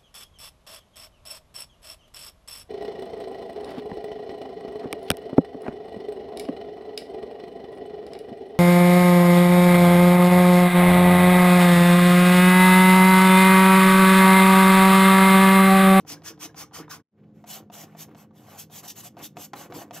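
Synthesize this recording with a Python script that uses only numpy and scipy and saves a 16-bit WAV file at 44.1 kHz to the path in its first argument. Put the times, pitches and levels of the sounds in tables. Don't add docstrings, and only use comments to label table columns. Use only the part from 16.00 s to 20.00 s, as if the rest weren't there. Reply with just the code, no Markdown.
import sys
import numpy as np
from scipy import signal
from scipy.fft import rfft, irfft
from scipy.io import wavfile
from scipy.ndimage import uniform_filter1d

SR = 44100
rng = np.random.default_rng(int(sys.argv[2]) if len(sys.argv) > 2 else 0)


def inscribe(sig):
    pcm = np.round(np.clip(np.atleast_2d(sig).T, -1, 1) * 32767)
    wavfile.write(sys.argv[1], SR, pcm.astype(np.int16))


N = 176400

# start_s, rise_s, hold_s, fall_s, hiss_db, rasp_db
BRUSH_STROKES = [(-0.1, 0.049, 0.0044, 0.084, -54.5, -67), (0.06, 0.053, 0.0026, 0.046, -38, -51),
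                 (0.229, 0.048, .003, 0.049, -40, -52), (0.386, 0.05, 0.0052, 0.045, -39, -52),
                 (0.549, 0.056, 0.0016, 0.052, -41, -48.5), (0.726, 0.026, 0.0025, 0.088, -42.5, -48.5),
                 (0.89, 0.026, 0.0036, 0.072, -41.5, -48.5), (1.323, 0.043, 0.063, 0.025, -79, -77.5),
                 (1.453, 0.071, 0.013, 0.083, -41.5, -49.5), (1.712, 0.035, 0.068, 0.055, -46.5, -51),
                 (1.85, .02, 0.078, 0.034, -75, -63), (1.958, 0.059, 0.0018, 0.044, -43.5, -54.5),
                 (2.15, 0.045, .002, 0.073, -58, -57.5), (2.32, 0.077, 0.088, .018, -64, -63.5),
                 (2.458, 0.039, 0.085, 0.015, -57, -53.5), (2.567, 0.032, .002, 0.06, -42.5, -58.5),
                 (2.689, 0.087, 0.0033, 0.048, -43.5, -55.5), (2.82, 0.034, .002, 0.025, -46, -51.5),
                 (2.867, 0.02, 0.01, 0.038, -39, -61), (2.943, 0.044, 0.012, 0.035, -44.5, -57.5),
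                 (3.008, 0.055, 0.0018, 0.033, -44, -54), (3.164, 0.038, 0.014, 0.018, -56, -50.5),
                 (3.214, 0.029, 0.0054, 0.042, -39, -64.5), (3.352, 0.088, .002, 0.035, -42.5, -55.5),
                 (3.542, 0.035, 0.03, 0.086, -48, -50.5), (3.728, 0.022, 0.055, 0.052, -47, -48.5),
                 (3.923, 0.028, 0.018, 0.047, -44.5, -48)]
# freq_hz, gain_db
HISS_EQ_ZIP = [(300, -39), (1200, -15), (2200, -8), (3000, -5.5), (3900, -10.5), (5300, -2), (6200, -1),
               (7200, -8.5), (8800, -8), (15500, -12.5)]
HISS_EQ_SIDE = [(300, -48), (1300, -11.5), (2200, -5.5), (2950, 2), (4300, -3.5), (6200, 2), (8200, 1.5),
                (9700, -.5), (11700, 2), (14000, -2), (15500, -7)]
RASP_EQ_ZIP = [(100, -33), (400, -19.5), (720, 0.5), (1150, 1.5), (1650, -3.5), (2800, -11), (6000, -27),
               (15000, -41)]
RASP_EQ_SIDE = [(100, -29), (400, -5.5), (730, 3.5), (1100, -1), (1650, -7.5), (2800, -11.5), (6000, -30),
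                (15000, -81)]
# middle_s, length_s, level_db
BAG_FLEXES = [(0.14, 0.14, -50.5), (0.31, 0.06, -48), (0.465, 0.1, -49), (0.63, 0.043, -53.5),
              (0.80, 0.048, -44.5), (1.61, 0.067, -55), (1.855, 0.043, -51), (2.11, 0.094, -52.5),
              (3.21, 0.095, -47), (3.385, 0.036, -43), (3.555, 0.038, -45), (3.645, 0.081, -50),
              (3.711, 0.027, -41), (3.77, 0.052, -39), (3.87, 0.24, -52.5)]
# pitch_hz, width_hz, gain_db
BAG_RESONANCES = [(297, 14, -5.5), (319.3, 16, -9)]
# freq_hz, gain_db
BAG_EQ = [(40, -38.5), (90, -13.5), (160, -0.5), (250, -9), (390, -11.5), (520, -4), (600, -15),
          (1200, -18.5), (4000, -43)]
HANDLING_EQ = [(20, -44.5), (50, -20.5), (80, -5.5), (115, 2), (160, 4), (250, -1), (550, -15.5),
               (1000, -24.5), (2000, -37.5), (15000, -58.5)]
# pitch_hz, level_db, waver_depth
HUM_TONES = [(158.5, -57.5, 1), (300, -67, 0.25), (447.2, -69.5, 0.42), (520.8, -68, 0.17)]
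# time_s, level_db
MAIN_HUM_RIDE = [(1.2, -51.5), (2.05, -53), (2.5, -55.5), (2.9, -57), (3.3, -54.5), (4, -57.5)]
# start_s, level_db, pitch_hz, tick_db
BRUSH_LANDINGS = [(0.050, -44, 766, -4), (0.220, -44.5, 720, 3), (0.377, -48, 760, 3),
                  (0.545, -40.5, 777, 3), (0.711, -47, 910, -5), (0.721, -45, 780, -8),
                  (0.880, -38, 977, -11), (1.441, -37, 715, -1.5), (1.7, -36, 722, -7.5),
                  (1.950, -37.5, 696, -8), (2.084, -45.5, 740, -10), (2.148, -41, 690, 4),
                  (2.309, -51.5, 903, -7.5), (2.699, -47, 746, 2), (2.963, -52, 730, 9),
                  (3.169, -34.5, 710, -4.5), (3.369, -29.5, 720, 3.5), (3.534, -25.5, 808, 4),
                  (3.723, -32, 730, 3.5), (3.909, -30, 712, -2)]
# pitch_ratio, gain_db, t60_s
KNOCK_PARTIALS = [(.45, -16, .07), (1, 0, 0.028), (1.27, -6.5, 0.045), (1.65, -10, 0.024),
                  (3.699, -19.5, 0.015)]
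# freq_hz, gain_db
TICK_EQ = [(200, -24.5), (1200, 7), (3000, -0.5), (4200, -3), (5600, -6), (7000, -8.5), (15000, -26)]
# middle_s, length_s, level_db
RETURN_SKIMS = [(0.175, 0.015, -54), (0.338, 0.0085, -55), (0.498, 0.015, -54), (0.831, 0.013, -50),
                (1.0, 0.012, -61.5)]
# middle_s, length_s, level_db
GRIP_SHIFTS = [(.84, 0.028, -55), (1.19, 0.042, -68.5), (1.24, 0.013, -67), (1.39, .07, -70),
               (2.11, .06, -64)]
# freq_hz, gain_db
GRIP_EQ = [(600, -2), (2300, -4), (6000, -29.5)]
# freq_hz, t60_s
ROOM_DECAY = [(200, 0.25), (10000, 0.12)]
# freq_hz, gain_db
ROOM_SEND_ZIP = [(300, -8.5), (14000, -12)]
ROOM_SEND_SIDE = [(300, -12.5), (1800, -12), (14000, -13.5)]
# freq_hz, gain_db
WIDTH_ZIP = [(1200, -13), (2200, -7)]
WIDTH_SIDE = [(100, -18), (500, -17), (1700, -9), (3100, -22), (4500, -7), (8200, -9), (9200, -27),
              (10000, -27), (11300, -9), (13500, -20)]
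# freq_hz, lead_rad
LEFT_LEAD_ZIP = [(700, 0), (3900, .6), (4600, 1.7), (6500, 1.5), (8800, 3.1), (11300, 3.1), (15700, -3)]
LEFT_LEAD_SIDE = [(500, 0), (1600, -.6), (2600, 0), (3600, 0), (4800, 1), (6900, .9), (9100, 3.1),
                  (10000, 3.2), (12900, 6.28)]

STROKE_TRIM_DB, RASP_CURVE, BEND_S = 1, 0.91, 0.01
TUFT_DEPTH_DB, TUFT_WIDTH_HZ, TUFT_LIFE_S = 2.6, 450, .04
BAG_BODY_DB, HANDLING_DB, HANDLING_SWELL_DB = -2, -55.5, 1.5
MAIN_HUM_HZ = 209.5
TICK_TRIM_DB, TICK_T60_S, REBOUND_S, REBOUND_DB = -12.5, 0.019, 0.0057, -7
SKIM_HZ, SKIM_WAVER_HZ = 1690, 92
TABLE_ECHO_S, TABLE_ECHO_DB = .002701, -15
DROPOUT_S, RETURN_S, FADE_OUT_S, FADE_IN_S = 1.027, 1.115, 0.024, 0.13
LOW_CUT_HZ, HIGH_CUT_HZ = 51, 15700
TIME_S, BINS_HZ = np.arange(N) / SR, np.fft.rfftfreq(N, 1 / SR)


def amp(db):
    return 10 ** (np.asarray(db) / 20)


def unit(x):
    return x / np.sqrt(np.mean(x ** 2) + 1e-20)


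def curve_at(points, hz):
    freqs, values = np.transpose(points)
    return np.interp(np.log(hz + 1), np.log(freqs + 1), values)


def place(mix, start_s, sound):
    part = mix[max(round(start_s * SR), 0):][:len(sound)]
    part += sound[:len(part)]


def eq(x, points):
    return irfft(rfft(x) * amp(curve_at(points, BINS_HZ)), N)


def ring(x, hz, width_hz):
    return unit(irfft(rfft(x) / (1 + 2j * (BINS_HZ - hz) / width_hz), N))


def drift(hz):
    return unit(irfft(rfft(rng.standard_normal(N)) * np.exp(-(BINS_HZ / hz) ** 2), N))


def slips(per_s, spread_db):
    size = amp(spread_db * np.minimum(rng.exponential(1, N), 5))
    return size * rng.choice([-1., 1.], N) * (rng.random(N) < per_s / SR)


def swells(rows):
    bells = (amp(db) * np.exp(-(2 * (TIME_S - middle) / length) ** 2) for middle, length, db in rows)
    return np.sqrt(sum(bell ** 2 for bell in bells))


def scrub(strokes, hiss_eq, rasp_eq):
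    hiss_power, rasp_power = np.zeros(N), np.zeros(N)
    for start, rise, hold, fall, hiss_db, rasp_db in strokes:
        end = start + rise + hold + fall
        ramp = np.minimum((TIME_S - start) / rise, (end - TIME_S) / fall)
        speed = np.sin(np.pi / 2 * np.clip(ramp, 0, 1))
        hiss_power += (amp(hiss_db + STROKE_TRIM_DB) * speed ** 2) ** 2
        rasp_power += (amp(rasp_db + STROKE_TRIM_DB) * speed ** RASP_CURVE) ** 2
    bristles = tufts(eq(slips(per_s=9000, spread_db=1.5), hiss_eq)) * amp(.8 * drift(hz=70))
    leather = tufts(eq(slips(per_s=2400, spread_db=1), rasp_eq)) * amp(1.1 * drift(hz=60))
    hiss_gain, rasp_gain = uniform_filter1d(np.sqrt([hiss_power, rasp_power]), round(BEND_S * SR))
    return hiss_gain * bristles + rasp_gain * leather


def tufts(x):
    hz, t, spectrum = signal.stft(x, SR, nperseg=512)
    patches = rng.standard_normal(spectrum.shape)
    patches = uniform_filter1d(patches, round(TUFT_WIDTH_HZ / hz[1]), axis=0)
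    patches = unit(uniform_filter1d(patches, round(TUFT_LIFE_S / t[1]), axis=1))
    return unit(signal.istft(spectrum * amp(TUFT_DEPTH_DB * patches), SR)[1][:N])


def bag():
    crumple = slips(per_s=1500, spread_db=3)
    body = amp(BAG_BODY_DB) * unit(eq(crumple, BAG_EQ))
    hollow = sum(amp(db) * ring(crumple, hz, width) for hz, width, db in BAG_RESONANCES)
    bed_gain = amp(HANDLING_DB + HANDLING_SWELL_DB * drift(hz=11))
    bed = unit(eq(rng.standard_normal(N), HANDLING_EQ))
    return swells(BAG_FLEXES) * (body + hollow) + bed_gain * bed


def hum():
    ride = amp(np.interp(TIME_S, *np.transpose(MAIN_HUM_RIDE))) * (TIME_S > RETURN_S)
    pitch_hz = MAIN_HUM_HZ + 3 * drift(hz=13.8)
    flutter = 1 + 0.071 * drift(hz=20)
    tones = np.sqrt(2) * ride * flutter * np.sin(2 * np.pi * np.cumsum(pitch_hz) / SR)
    for hz, db, depth in HUM_TONES:
        waver = 1 + depth * (drift(hz=4.1) + 1j * drift(hz=9.2))
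        tones += amp(db) * unit((np.exp(2j * np.pi * hz * TIME_S) * waver).real)
    return tones


def landings():
    t, knocks, tick_gain = np.arange(4000) / SR, np.zeros(N), np.zeros(N)
    attack = 1 - np.exp(-t / 0.0005)
    for start, db, hz, tick_db in BRUSH_LANDINGS:
        knock = sum(amp(partial_db - 60 * t / t60) * np.sin(2 * np.pi * hz * ratio * t)
                    for ratio, partial_db, t60 in KNOCK_PARTIALS)
        place(knocks, start, amp(db) * knock * attack)
        tick_decay = amp(db + tick_db + TICK_TRIM_DB - 60 * t / TICK_T60_S)
        place(tick_gain, start, tick_decay)
        place(tick_gain, start + REBOUND_S, amp(REBOUND_DB) * tick_decay)
    return knocks + tick_gain * unit(eq(rng.standard_normal(N), TICK_EQ))


def skims():
    pitch_hz = SKIM_HZ + SKIM_WAVER_HZ * drift(hz=200)
    return swells(RETURN_SKIMS) * np.sin(2 * np.pi * np.cumsum(pitch_hz) / SR)


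def grip():
    return swells(GRIP_SHIFTS) * unit(eq(slips(per_s=5000, spread_db=1.5), GRIP_EQ))


def room(x):
    hz, t, spectrum = signal.stft(rng.standard_normal((2, SR // 3)), SR, nperseg=256)
    t60 = curve_at(ROOM_DECAY, hz)[:, None]
    decay = amp(-60 * t / t60) * (t > .003) / np.sqrt(t60)
    tails = signal.istft(spectrum * decay, SR, nperseg=256)[1]
    return signal.fftconvolve(x[None], tails / np.linalg.norm(tails[0]), axes=1)[:, :N]


def stereo_image(centre, spread, left_lead, width, room_send):
    centre_tail, wide_tail = eq(room(centre), room_send)
    ports = centre + centre_tail + np.outer([1, -1], eq(spread + wide_tail, width))
    bounce = 1 + amp(TABLE_ECHO_DB) * np.exp(-2j * np.pi * BINS_HZ * TABLE_ECHO_S)
    phase_split = np.exp(.5j * np.outer([1, -1], curve_at(left_lead, BINS_HZ)))
    return irfft(rfft(ports) * bounce * phase_split, N)


def scene():
    later = TIME_S > RETURN_S
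    backing = bag() + hum() + landings() + skims() + grip()
    by_zip = [row for row in BRUSH_STROKES if row[0] < RETURN_S], HISS_EQ_ZIP, RASP_EQ_ZIP
    on_side = [row for row in BRUSH_STROKES if row[0] >= RETURN_S], HISS_EQ_SIDE, RASP_EQ_SIDE
    zip_mix = stereo_image(scrub(*by_zip) + backing * ~later, scrub(*by_zip),
                           LEFT_LEAD_ZIP, WIDTH_ZIP, ROOM_SEND_ZIP)
    side_mix = stereo_image(scrub(*on_side) + backing * later, scrub(*on_side),
                            LEFT_LEAD_SIDE, WIDTH_SIDE, ROOM_SEND_SIDE)
    return zip_mix + side_mix


def record(dry):
    thinned = signal.sosfilt(signal.butter(2, LOW_CUT_HZ, "highpass", fs=SR, output="sos"), dry)
    fade_out = np.clip((DROPOUT_S - TIME_S) / FADE_OUT_S, 0, 1)
    fade_in = np.clip((TIME_S - RETURN_S) / FADE_IN_S, 0, 1)
    gate = fade_out + fade_in + amp(-40)
    high_cut = signal.firwin(511, HIGH_CUT_HZ, window=("kaiser", 9), fs=SR)
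    return signal.oaconvolve(thinned * gate, high_cut[None], "same")


dry = scene()
out = record(dry)
inscribe(out)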